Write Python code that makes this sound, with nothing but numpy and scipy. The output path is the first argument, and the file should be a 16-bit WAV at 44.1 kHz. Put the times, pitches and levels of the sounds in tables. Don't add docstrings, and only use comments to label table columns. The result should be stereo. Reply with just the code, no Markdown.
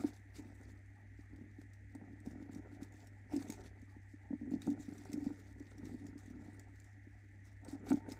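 import sys
import numpy as np
from scipy import signal
from scipy.fft import rfft, irfft
from scipy.io import wavfile
from scipy.ndimage import uniform_filter1d

SR = 44100
rng = np.random.default_rng(int(sys.argv[2]) if len(sys.argv) > 2 else 0)


def unload_wav(signal):
    wavfile.write(
        sys.argv[1],
        SR,
        np.round(np.clip(np.atleast_2d(signal).T, -1, 1) * 32767).astype(np.int16),
    )


N = 361179

# f/Hz, level/dB, time to fade by 60 dB/s
BOX_NOTES = [(226.6, -12.5, 0.32), (257.2, -2, 0.099), (286.6, 5, 0.093), (409.3, -16, 0.061),
             (513.6, -19.5, 0.039), (612.4, -18.5, 0.036), (738, -12, 0.023), (880.4, -26.5, 0.091),
             (1214, -26, 0.02), (1350, -22, 0.03), (1451, -26, 0.053), (2226, -19, 0.016)]


def amp(db):
    return 10 ** (np.asarray(db) / 20)


def unit(x):
    return x / np.sqrt(np.mean(x ** 2) + 1e-20)


def curve_at(points, hz):
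    f, value = np.transpose(points)
    return np.interp(np.log(hz + 1), np.log(f + 1), value)


def add(mix, s, sound):
    part = mix[..., round(s * SR):][..., :sound.shape[-1]]
    part += sound[..., :part.shape[-1]]


def shaped(x, gain):
    return irfft(rfft(x) * gain(np.fft.rfftfreq(x.shape[-1], 1 / SR)), x.shape[-1])


def bell(hz, centre_hz, width):
    return np.exp(-(np.log((hz + 1) / centre_hz) / width) ** 2)


def wander(top_hz):
    return unit(shaped(rng.standard_normal(N), lambda hz: np.exp(-(hz / top_hz) ** 2)))


def patchy(x, depth_db, size=14, top_hz=20000):
    hz, _, spectrum = signal.stft(x, SR, nperseg=512)
    patches = uniform_filter1d(rng.standard_normal(spectrum.shape[1:]), size=size, axis=0)
    patches = unit(uniform_filter1d(patches, size=8, axis=1))
    gain = amp(depth_db * patches * (hz < top_hz)[:, None])
    return signal.istft(spectrum * gain, nperseg=512)[1][:, :N]


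def bouts(rows, rest_db, rise_db_s, fall_db_s, column=2):
    t, power = np.arange(N) / SR, np.full(N, amp(2 * rest_db))
    for row in rows:
        early, late = np.maximum(row[0] - t, 0), np.maximum(t - row[0] - row[1], 0)
        power += amp(2 * (row[column] - rise_db_s * early - fall_db_s * late))
    return np.sqrt(power)


def box_ring(spot_db=0):
    t = np.arange(6000) / SR
    hz, db, fade_s = np.transpose(BOX_NOTES)[..., None]
    notes = amp(db + spot_db - 60 * t / fade_s) * np.sin(2 * np.pi * hz * t)
    return notes[:3].sum(0), notes[3:].sum(0)


def clicks(per_s, spread_db):
    size = amp(spread_db * np.minimum(rng.exponential(1, N), 3.5)) * rng.choice([-1., 1.], N)
    return size * (rng.random(N) < per_s / SR)


def softened(ring, contact_s):
    return np.convolve(ring, np.hanning(round(contact_s * SR)))


def shuffle():
    # start/s, hold/s, relative bump level/dB, relative scuff level/dB
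    shifts = [(0.0, 0.019, -51.5, -56.5), (0.38, 0.088, -57, -65), (0.6, 0.076, -63.5, -68.5),
              (1.33, 0.087, -56.5, -75), (1.95, 0.18, -58.5, -74), (2.26, 0.29, -55, -67),
              (2.6, 0.45, -62.5, -67.5), (3.33, 0.16, -56, -58), (3.53, 0.13, -67, -63.5),
              (4.3, 0.07, -64, -85), (4.45, 0.32, -49, -72), (4.75, 0.44, -58.5, -66.5),
              (5.1, 0.24, -54, -63.5), (5.5, 0.43, -58.5, -70.5), (5.83, 0.1, -50, -72),
              (6.03, 0.2, -58.5, -69.5), (6.33, 0.21, -55.5, -65), (7.65, 0.21, -57.5, -63),
              (7.885, 0.052, -67, -58.5), (8.07, 0.029, -53.5, -57.5)]
    panel, upper = box_ring()
    boom = unit(signal.fftconvolve(clicks(130, 3.27), softened(panel, 0.0016))[:N])
    scuff, side = (signal.fftconvolve(clicks(450, 4.6), softened(upper, 0.00051))[:N] for _ in range(2))
    scuff = patchy(scuff + 0.18 * side * np.array([[1], [-1]]), 3.7, size=3)
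    bumping = bouts(shifts, rest_db=-70, rise_db_s=267, fall_db_s=91)
    scuffing = bouts(shifts, rest_db=-85, rise_db_s=267, fall_db_s=91, column=3)
    return bumping * boom + scuffing * unit(scuff * amp(1.6 * wander(21)))


def paper(noises):
    # f/Hz, level/dB
    paper_colour = [(590, -31), (1000, -6.5), (2150, -0.5), (3050, -13.5), (3750, -6.5), (4120, -10.5),
                    (5900, -6), (6700, -6.5), (9170, -9.5), (12700, -17.5), (15100, -15), (16000, -32)]
    # f/Hz, share
    one_side_share = [(4000, 0.041), (7000, 0.45), (15000, 0.43)]
    own = shaped(noises[1:], lambda hz: np.maximum(curve_at(one_side_share, hz), 0))
    return shaped(noises[0] + own, lambda hz: amp(curve_at(paper_colour, hz)))


def rustle():
    # start/s, hold/s, relative level/dB
    strokes = [(0.0, .085, -56), (0.14, 0.028, -61.5), (0.355, 0.029, -58), (0.41, 0.3, -72.5),
               (0.68, 0.027, -70), (1.19, 0.031, -71), (1.6, 0.037, -73.5), (2.265, 0.046, -65),
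               (2.4, 0.032, -68.5), (2.52, 0.062, -65), (2.72, 0.041, -68), (2.82, 0.027, -61),
               (2.94, .11, -68.5), (3.325, 0.048, -54), (3.4, 0.039, -54.5), (3.475, 0.067, -60.5),
               (3.56, 0.11, -65), (3.9, 0.025, -69), (4.09, 0.046, -73), (4.52, 0.022, -64.5),
               (4.625, 0.1, -61.5), (4.805, 0.025, -59.5), (4.86, 0.28, -65), (5.14, 0.17, -67),
               (5.33, 0.2, -68.5), (5.59, 0.43, -71), (5.85, 0.069, -62.5), (6.06, 0.041, -72),
               (6.19, 0.13, -68.5), (6.4, 0.23, -72), (6.73, 0.15, -72.5), (7.45, 0.03, -66.5),
               (7.685, 0.049, -58), (7.87, 0.041, -52), (7.95, 0.027, -58.5), (8.09, 0.077, -62)]
    swell_s = 0.0012
    t, crackle = np.arange(500) / SR, np.zeros((3, N))
    for hz in np.geomspace(3550, 11300, num=6):
        noise = shaped(rng.standard_normal((3, len(t))), lambda f: bell(f, hz, 0.55))
        crack = unit(noise * t * np.exp(-t / swell_s))
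        crackle += signal.fftconvolve(clicks(50, 4.05)[None], crack, axes=1)[:, :N]
    rubbing = 1.82 * rng.standard_normal((3, N))
    strips = patchy(paper(unit(crackle) + rubbing), 2.46)
    loudness = bouts(strokes, rest_db=-79.5, rise_db_s=750, fall_db_s=500)
    flutter = unit(amp(2.23 * wander(35)))
    return loudness * flutter * unit(strips)


def background():
    # f/Hz, relative level/dB
    hiss_colour = [(74, -13), (125, -21.5), (153, -19), (287, -15.5), (440, -30), (843, -19), (1010, -39),
                   (1520, -24), (1750, -13.5), (1940, -11), (2850, -36), (5350, -45), (6160, -37.5),
                   (12500, -53), (16000, -67)]
    # f/Hz, relative level/dB
    side_colour = [(40, -5), (91, -3.5), (159, -14.5), (663, -10), (1900, -37.5), (3930, -39), (7360, -21),
                   (8340, -51), (16000, -44)]
    # f/Hz, width/Hz, relative level/dB
    rumble_bands = [(46, 8.3, -75.5), (62.7, 6.7, -64.5)]
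    mid, side = rng.standard_normal((2, N))
    mid = amp(-69.5) * unit(shaped(mid, lambda hz: amp(curve_at(hiss_colour, hz))))
    side = amp(-71.5) * unit(shaped(side, lambda hz: amp(curve_at(side_colour, hz))))
    hum_gain = amp(-58 + 0.94 * wander(13))
    hum_hz = 99.2 + 0.81 * wander(5.8)
    low = hum_gain * np.sqrt(2) * np.sin(2 * np.pi * np.cumsum(hum_hz) / SR)
    for hz, width, db in rumble_bands:
        band = shaped(rng.standard_normal(N), lambda f: np.exp(-((f - hz) / width) ** 2))
        low += amp(db) * unit(band)
    hiss = mid + side * np.array([[1], [-1]])
    hiss = patchy(hiss, 5.0, size=5, top_hz=1299)
    return hiss + low * amp([[.9], [-.9]])


def taps():
    # t/s, relative peak level/dB, dull above f/Hz
    wood_taps = [(0.038, -36.5, 2500), (1.616, -53, 1500), (1.951, -48, 1100), (2.014, -49, 1100),
                 (2.261, -44, 1090), (2.353, -54, 1100), (2.494, -45.5, 1100), (2.804, -49.5, 1100),
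                 (3.335, -36.5, 1000), (3.642, -59, 1100), (4.329, -42, 900), (4.674, -37, 1160),
                 (4.732, -47, 1300), (5.056, -41.5, 1110), (5.305, -43.5, 1200), (5.604, -50, 1100),
                 (7.905, -37, 3000), (7.918, -30.5, 2500), (7.973, -43, 910), (8.087, -42, 900)]
    out, t = np.zeros(N), np.arange(400) / SR
    for (s, db, top_hz), noise in zip(wood_taps, rng.standard_normal((len(wood_taps), len(t)))):
        scratch = signal.lfilter(*signal.butter(3, top_hz, fs=SR), noise * amp(-60 * t / 0.003))
        _, upper = box_ring(spot_db=1.6 * noise[-len(BOX_NOTES):, None])
        tap = signal.fftconvolve(upper, scratch)
        add(out, s, amp(db) * tap / abs(tap).max())
    return out


def knocks():
    # t/s, relative peak level/dB, rocking f/Hz, contact time/ms
    floor_knocks = [(0.05, -24, 316, 13.8), (0.093, -45.5, 293, 11), (0.399, -45, 264, 13.6),
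                    (0.458, -46.5, 263, 13.1), (1.194, -47, 296, 7.1), (1.335, -46, 267, 3.5),
                    (1.591, -44.5, 306, 9.1), (1.959, -44, 277, 12.8), (2.024, -44, 235, 8.6),
                    (2.278, -35.5, 239, 13.6), (2.361, -44, 303, 7.7), (2.566, -37.5, 240, 12.7),
                    (2.598, -42, 296, 10.6), (2.826, -38, 248, 9.9), (3.346, -30, 318, 18),
                    (3.367, -29, 320, 12.7), (3.382, -30, 293, 14.8), (3.414, -40.5, 282, 29.4),
                    (3.5, -35.5, 233, 6.7), (3.833, -47.5, 244, 14.7), (3.969, -46.5, 278, 8.8),
                    (4.145, -45.5, 297, 13.4), (4.312, -32.5, 255, 9.8), (4.339, -29.5, 243, 12.5),
                    (4.357, -41, 268, 14), (4.422, -37.5, 254, 16.2), (4.438, -38.5, 250, 17),
                    (4.481, -37, 266, 15.2), (4.523, -31.5, 254, 11.1), (4.543, -26, 263, 11.4),
                    (4.567, -34, 260, 9.7), (4.681, -26, 260, 6.2), (4.691, -32, 278, 12),
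                    (4.706, -28.5, 282, 30.4), (4.723, -31, 252, 15.4), (4.741, -38, 270, 12),
                    (4.889, -35.5, 234, 11.6), (4.929, -39, 265, 12), (5.144, -31.5, 274, 10),
                    (5.164, -36, 256, 12.7), (5.185, -31.5, 300, 19.5), (5.235, -39, 277, 24.6),
                    (5.273, -28, 237, 15.5), (5.317, -35, 280, 18.4), (5.613, -42.5, 290, 18),
                    (5.8, -43, 294, 13.5), (5.873, -39.5, 272, 7.7), (5.95, -37, 264, 15),
                    (6.097, -47.5, 277, 22), (6.161, -43.5, 270, 9.7), (6.283, -44.5, 267, 9),
                    (6.313, -43, 238, 14.5), (6.487, -46.0, 278, 6.9), (7.074, -48.5, 280, 8.3),
                    (7.685, -41, 261, 3.6), (7.74, -38.5, 287, 21.5), (7.758, -39.5, 284, 20),
                    (7.892, -42, 264, 20), (7.913, -24, 268, 10.3), (7.928, -22, 294, 18.77),
                    (7.944, -24, 260, 8.9), (7.977, -36.5, 282, 14.5), (8.087, -40.5, 278, 11),
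                    (8.123, -40.5, 272, 11.7)]
    press_db_s, touch_db = 303, -12.5
    out, (panel, upper) = np.zeros(N), box_ring()
    touch = softened(upper, 0.0013)
    damped = (panel + .5 * upper) * amp(-press_db_s * np.arange(len(panel)) / SR)
    for (s, db, hz, contact_ms), turn in zip(floor_knocks, rng.random(len(floor_knocks))):
        t = np.arange(round(contact_ms * SR / 1000)) / SR
        push = np.sin(2 * np.pi * (hz * t + turn)) * np.hanning(len(t))
        boom = signal.fftconvolve(damped, push)
        add(out, s - 0.835 * t[-1], amp(db) * boom / abs(boom).max())
        add(out, s - 0.5886 * t[-1], amp(db + touch_db) * touch / abs(touch).max())
    return out


def snaps():
    # t/s, relative peak level/dB, centre f/Hz
    paper_snaps = [(0.0757, -48, 5470), (1.361, -57, 4770), (1.615, -51, 1560), (1.7347, -49, 5800),
                   (1.95, -48, 8400), (2.202, -54, 8400), (2.261, -50, 5170), (2.5482, -45.5, 5800),
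                   (2.831, -42.5, 5520), (2.923, -53, 6900), (3.071, -47.5, 5470), (3.3646, -37.5, 5000),
                   (3.5014, -32, 6670), (3.5224, -37.5, 6500), (3.535, -45, 6640), (3.817, -54.5, 6350),
                   (4.509, -53, 7040), (4.6192, -37, 3800), (4.668, -42.5, 6500), (4.7024, -45, 6510),
                   (4.936, -51, 7550), (4.981, -46, 5950), (5.052, -46.5, 5500), (5.118, -45, 6200),
                   (5.131, -34.5, 5400), (5.242, -48.5, 5200), (5.598, -51.5, 5870), (5.7814, -49, 5670),
                   (5.8542, -47, 5630), (6.067, -46, 7000), (6.179, -50, 5300), (6.19, -54, 7000),
                   (6.3015, -54, 5870), (6.42, -59, 5000), (6.4744, -63, 5620), (6.5953, -44, 7000),
                   (6.758, -55, 1480), (6.8, -46.5, 7100), (7.648, -45.5, 8340), (7.9015, -34, 8300),
                   (7.929, -37.5, 6500), (8.1199, -35.5, 5160), (8.126, -45, 6200)]
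    rise_s, fade_s, tail_s, tail_db = 0.0018, 0.0091, 0.065, -23
    out, t = np.zeros((2, N)), np.arange(2048) / SR
    rise = (1 - np.exp(-t / rise_s)) ** 2
    fall = amp(-60 * t / fade_s) + amp(tail_db - 60 * t / tail_s)
    for (s, db, hz), noises in zip(paper_snaps, rng.standard_normal((len(paper_snaps), 3, len(t)))):
        bright = shaped(paper(noises),
                        lambda f: 0.44 / (1 + (0.39 * hz / (f + 1)) ** 2) + bell(f, hz, 0.039))
        burst = unit(bright) * rise * fall
        add(out, s - .001, amp(db) * burst / abs(burst).max())
    return out


def faint_tone():
    level_db = np.interp(np.arange(N) / SR, [7.96, 8.005, 8.19], [-101, -65.5, -72])
    pitch_hz = 883 + 12.06 * wander(31)
    return amp(level_db) * np.sqrt(2) * np.sin(2 * np.pi * np.cumsum(pitch_hz) / SR)


def scene():
    # f/Hz, phase/radians
    left_lead = [(4740, -0.57), (6370, -1.4), (8010, 0.37), (8960, -2.03), (16000, -1.2)]
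    wood = (knocks() + taps() + shuffle()) * amp([[-.8], [.8]])
    left, right = amp(-5) * (rustle() + snaps())
    left = shaped(left, lambda hz: np.exp(.5j * curve_at(left_lead, hz)))
    right = shaped(right, lambda hz: np.exp(-.5j * curve_at(left_lead, hz)))
    return wood + np.array([left, right]) + faint_tone() + background()


def record(dry):
    bass_hz, treble_hz = 38, 15780
    heard = signal.sosfilt(signal.butter(4, bass_hz, "high", fs=SR, output="sos"), dry)
    treble_cut = signal.firwin(1023, treble_hz, window=("kaiser", 9), fs=SR)
    return signal.oaconvolve(heard, treble_cut[None], "same")


dry = scene()
out = record(dry)
unload_wav(out)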